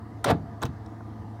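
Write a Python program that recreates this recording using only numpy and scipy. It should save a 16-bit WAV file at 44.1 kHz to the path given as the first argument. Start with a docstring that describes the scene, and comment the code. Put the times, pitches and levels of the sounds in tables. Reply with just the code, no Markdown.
"""Power door locks in an idling car

A finger presses the lock rocker with the engine idling and the fan on. The switch snaps, the lock
motors whirr for a moment and drive the latches into their stops, and the doors thump. The rocker
is let go with a scrape and a smaller rattle of clicks. The cabin adds a short, boomy tail."""
import sys
import numpy as np
from scipy import signal
from scipy.fft import rfft, irfft
from scipy.io import wavfile
from scipy.ndimage import uniform_filter1d

SR = 44100
rng = np.random.default_rng(int(sys.argv[2]) if len(sys.argv) > 2 else 0)


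def master_out(mix):
    """Clip the mix to full scale and print it as 16-bit PCM to the path in sys.argv[1]."""
    frames = np.transpose(np.atleast_2d(mix))
    ceiling = np.clip(frames, -1, 1)
    pcm = np.round(ceiling * 32767).astype(np.int16)
    wavfile.write(sys.argv[1], SR, pcm)


N = 61739
T = np.arange(N) / SR
RING_T = T[:SR // 2]


def amp(db):
    """Decibels to gain."""
    return 10 ** (np.asarray(db) / 20)


def unit(x):
    """Scales to rms 1."""
    return x / np.sqrt(np.mean(x ** 2) + 1e-20)


def read(points, hz):
    """Reads a table on a log-frequency axis."""
    f, value = np.transpose(points)
    return np.interp(np.log(hz + 1), np.log(f + 1), value)


def add(mix, start_s, sound):
    """Mixes a sound in at its start time."""
    part = mix[round(start_s * SR):][:len(sound)]
    part += sound[:len(part)]


def colour(x, spectrum):
    """Filters x by a spectrum, at rms 1."""
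    hz = np.fft.rfftfreq(len(x), 1 / SR)
    return unit(irfft(rfft(x) * amp(read(spectrum, hz)), len(x)))


def band(hz, width_hz):
    """Narrow-band noise; around 0 Hz, a random drift."""
    bell = np.exp(-((np.fft.rfftfreq(N, 1 / SR) - hz) / width_hz) ** 2)
    return unit(irfft(rfft(rng.standard_normal(N)) * bell, N))


def fade(x, t60s):
    """Lets each band die at its own rate."""
    hz, t, bands = signal.stft(x, SR, nperseg=256)
    decay = amp(-60 * t / read(t60s, hz)[:, None])
    return signal.istft(bands * decay, SR, nperseg=256)[1][:len(x)]


def rise(seconds):
    """Soft onset of a blow."""
    return 1 - np.exp(-RING_T / seconds)


def ring(modes):
    """Sum of decaying sines."""
    return sum(amp(db - 60 * RING_T / t60) * np.sin(2 * np.pi * hz * RING_T) for hz, db, t60 in modes)


def engine_hum(hum_hz=108.4, harmonics_rms_db=(-43, -51, -57.5), wander=0.00768, waver_db=0.96):
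    """The idling engine hums, wavering in pitch and level."""
    cycles = np.cumsum(hum_hz * (1 + wander * band(0, 5))) / SR
    out = np.zeros(N)
    for k, db in enumerate(harmonics_rms_db, 1):
        peak = np.sqrt(2) * amp(db + waver_db * band(0, 24))
        out += peak * np.sin(2 * np.pi * (k * cycles + rng.random()))
    return out


# Cabin rumble and fan air. Each row: frequency in Hz, relative density in dB.
AIR_SPECTRUM = [(20, -33), (40, -17), (60, -8), (82, 6), (100, 0), (135, -9.5), (180, -8), (240, -4.5),
                (320, -6.5), (370, -17), (560, -20), (720, -17), (850, -15), (1200, -24.5), (1400, -27),
                (1950, -27.5), (2400, -42), (4500, -42), (7000, -49.5), (12000, -55), (16000, -57)]
# Fan duct resonances. Each row: centre in Hz, width in Hz, rms level in dB.
DUCT_BANDS = [(451.7, 25, -61.5), (691.4, 17.7, -56), (754.4, 12, -63), (992, 16, -64), (1204, 58, -61)]


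def fan(air_db=-43, flicker_db=1.7):
    """Rumble and rushing air flicker in patches while the duct resonates."""
    bands = signal.stft(rng.standard_normal(N), nperseg=1024)[2]
    patches = uniform_filter1d(rng.standard_normal(bands.shape), size=10, axis=0)
    patches = unit(uniform_filter1d(patches, size=8, axis=1))
    air = signal.istft(bands * amp(flicker_db * patches))[1][:N]
    duct = sum(amp(db) * band(hz, width_hz) for hz, width_hz, db in DUCT_BANDS)
    return amp(air_db) * colour(air, AIR_SPECTRUM) + duct


# Cabin reverberation. Each row: frequency in Hz, T60 in seconds.
CABIN_DECAY = [(100, 0.7), (400, 0.23), (1500, 0.17), (4000, 0.16), (12000, 0.082)]


def cabin(x):
    """Dense, quickly dying reflections off glass and trim."""
    tail = fade(rng.standard_normal(len(RING_T)), CABIN_DECAY) * rise(0.0035) ** 2
    return signal.fftconvolve(x, tail / np.linalg.norm(tail))[:N]


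# Rocker scrapes. Each row: peak time in seconds, spread in seconds, level in dB.
SCRAPES = [(0.628, 0.012, -36.5), (0.659, 0.01, -35.5)]
# Sliding noise. Each row: frequency in Hz, relative density in dB.
SCRAPE_SPECTRUM = [(300, 14), (1000, 7), (1400, 5), (2200, -7.5), (3100, 4.5), (4200, -8.5), (7000, -15.5),
                   (11000, -25), (16000, -17)]


def rocker_scrapes():
    """The finger scuffs across the rocker as it swings back."""
    envelope = sum(amp(db) * np.exp(-((T - peak_s) / spread_s) ** 2) for peak_s, spread_s, db in SCRAPES)
    return colour(rng.standard_normal(N), SCRAPE_SPECTRUM) * envelope


# Rocker clicks. Each row: start in seconds, snap gain in dB, ping gain in dB, ping pitch in Hz,
# housing gain in dB, armrest gain in dB.
CLICKS = [(0.2427, -24.5, -24.5, 9140, -42.5, -41), (.2450, -16, -33, 5600, -4, -42),
          (0.2469, -52, -31, 8100, -45, -46), (0.2481, -26.5, -27.5, 3700, -13, -24),
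          (.2495, -54, -31.5, 5660, -38, -42), (0.6194, -65, -37, 6900, -25, -32.5),
          (.6243, -59, -43, 4000, -36, -21.5), (0.6281, -25.5, -37.5, 8330, -34, -39),
          (0.6331, -48, -27, 3780, -47, -50), (0.634, -28, -39, 8400, -20.5, -19),
          (0.6533, -33.5, -36, 6260, -48, -32), (0.8615, -80, -54, 4020, -42, -59),
          (0.8632, -80, -52, 5430, -41, -49), (0.861, -80, -61, 8660, -56, -48),
          (1.0070, -72, -60, 1730, -33.5, -36.5)]
# Plastic snap. Each row: frequency in Hz, relative density in dB.
SNAP_SPECTRUM = [(300, -14), (1200, 15), (2500, -1), (4500, 1.5), (7000, -8.5), (9000, -7), (10800, -11),
                 (12500, -7), (16000, -15)]
# Switch housing and armrest. Each row: frequency in Hz, relative level in dB, T60 in seconds.
HOUSING_MODES = [(797, -14.5, 0.055), (984, -5, 0.014), (1127, -13, 0.034), (1407, -2.5, 0.017),
                 (1760, -46, 0.013)]
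ARMREST_MODES = [(361.3, -12, 0.099), (461, -4, 0.045), (660, 0, 0.024), (882, 3.5, 0.022),
                 (1036, 3.5, 0.017)]


def rocker_clicks(t60_s=0.014, ping_width_ratio=0.065):
    """Each click is a snap of noise, a high ping and a knock of the housing and armrest."""
    out = np.zeros(N)
    hz = np.fft.rfftfreq(len(RING_T), 1 / SR)
    envelope = rise(0.00018) * amp(-60 * RING_T / t60_s)
    for start_s, snap_db, ping_db, ping_hz, housing_db, armrest_db in CLICKS:
        snap_noise, ping_noise = rng.standard_normal((2, len(RING_T)))
        snap = amp(snap_db) * colour(snap_noise, SNAP_SPECTRUM)
        resonance = 1 / (1 + ((hz / ping_hz - 1) / ping_width_ratio) ** 2)
        ping = amp(ping_db) * unit(irfft(rfft(ping_noise) * resonance, len(RING_T)))
        knock = amp(housing_db) * ring(HOUSING_MODES) + amp(armrest_db) * ring(ARMREST_MODES)
        add(out, start_s, envelope * (snap + ping) + rise(0.0014) * knock)
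    return out


# Motor run. Each row: time in seconds, level in dB.
MOTOR_ENVELOPE = [(.250, -52), (.257, -26.5), (.264, -27), (.276, -28.5), (.289, -24), (.298, -24),
                  (.312, -22.5), (.322, -33), (.345, -85)]
# Gear noise. Each row: frequency in Hz, relative density in dB.
GEAR_SPECTRUM = [(60, -17), (130, 5), (300, -5.5), (440, 0.5), (580, 0.5), (800, -4.5), (1200, -2),
                 (1800, -11.5), (3800, -15.5), (6500, -31), (10000, -35.5), (16000, -52)]
# Door panel, also rung by the latches. Each row: frequency in Hz, relative level in dB, T60 in seconds.
PANEL_MODES = [(447, -9.5, 0.094), (610, -4, 0.047), (706, -13, 0.047), (729, 3, 0.065), (878, -1.5, 0.058),
               (966, -35, .08), (1180, -11, .06), (1228, -18, 0.08), (1672, -10, 0.073)]


def lock_motors(tooth_hz=144.4, jitter=0.092, pulse_depth=0.23, panel_db=-7.5):
    """Gear noise pulses at the tooth rate and shakes the door panel."""
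    teeth = np.cumsum(tooth_hz * (1 + jitter * band(0, 68))) / SR
    chatter = (1 + pulse_depth * np.cos(2 * np.pi * teeth)) * rng.standard_normal(N)
    level_db = np.interp(T, *np.transpose(MOTOR_ENVELOPE), left=-120, right=-120)
    gears = amp(level_db) * colour(chatter, GEAR_SPECTRUM)
    panel = unit(signal.fftconvolve(gears, ring(PANEL_MODES))[:N])
    return gears + amp(panel_db) * np.std(gears) * panel


# Latch impacts, door by door. Each row: start in seconds, clack gain in dB, panel gain in dB.
LATCH_HITS = [(0.2994, -30, -18.5), (.3030, -22, -40), (.3085, -26, -21), (.3160, -44, -29)]
# Clack noise. Each row: frequency in Hz, relative density in dB.
CLACK_SPECTRUM = [(200, -18), (700, 6.5), (1300, -3), (2300, -12), (3800, -28), (6000, -23), (10500, -21),
                  (13000, -13), (16000, -30)]
# Clack decay. Each row: frequency in Hz, T60 in seconds.
CLACK_DECAY = [(200, 0.19), (1000, 0.093), (4000, 0.056), (12000, 0.018)]


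def latches():
    """Each latch clacks against its stop and rings the door panel."""
    out = np.zeros(N)
    panel = rise(0.0017) * ring(PANEL_MODES)
    for start_s, clack_db, panel_db in LATCH_HITS:
        noise = colour(rng.standard_normal(len(RING_T)), CLACK_SPECTRUM)
        clack = rise(0.0012) * fade(noise, CLACK_DECAY)
        add(out, start_s, amp(clack_db) * clack + amp(panel_db) * panel)
    return out


# Door knocks and thumps. Each row: start in seconds, level in dB, frequency in Hz, T60 in seconds.
THUMPS = [(0.26, -25.5, 131, .05), (.2992, -10.5, 670, 0.016), (0.3069, -11.5, 181, 0.037),
          (.3160, -8.5, 266, 0.026), (0.3262, -10.5, 129.6, 0.049), (0.35, -15, 292, 0.037),
          (0.366, -27, 160, 0.052), (0.401, -39, 188, 0.06), (.431, -26, 138, 0.044),
          (.6440, -15.5, 121.3, 0.078), (0.644, -22, 205, 0.054), (0.6896, -20.5, 128, 0.05)]
# Cabin air modes. 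Each row: frequency in Hz, relative level in dB, T60 in seconds.
BOOM_MODES = [(87, -6.5, 0.44), (106, -27, 0.32), (156.6, 0.5, 0.15), (164.3, 8, 0.15), (199, -2.5, 0.23),
              (281, -20, 0.18)]


def door_thumps(boom_start_s=0.326, boom_db=-27.5):
    """The doors give damped, low thumps; the air in the cabin booms along with one of the later ones."""
    out = np.zeros(N)
    for start_s, db, hz, t60_s in THUMPS:
        add(out, start_s, rise(0.0019) * ring([(hz, db, t60_s)]))
    add(out, boom_start_s, amp(boom_db) * rise(0.0033) * ring(BOOM_MODES))
    return out


def scene(switch_wet_db=-18, locks_wet_db=-17, thumps_wet_db=-19):
    """Switch, locks and doors reverberate in the cabin, over engine and fan. Mono."""
    switch = rocker_clicks() + rocker_scrapes()
    locks = lock_motors() + latches()
    thumps = door_thumps()
    wet = cabin(amp(switch_wet_db) * switch + amp(locks_wet_db) * locks + amp(thumps_wet_db) * thumps)
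    return (switch + locks + thumps + wet + engine_hum() + fan())[None]


def record(dry):
    """The microphone thins the deep bass; a steep low-pass cuts the top treble."""
    low_hz, high_hz = 47, 15950
    thinned = signal.sosfilt(signal.butter(2, low_hz, "high", fs=SR, output="sos"), dry)
    lowpass = signal.firwin(255, high_hz, window=("kaiser", 9), fs=SR)
    return signal.oaconvolve(thinned, lowpass[None], "same")


dry = scene()
out = record(dry)
master_out(out)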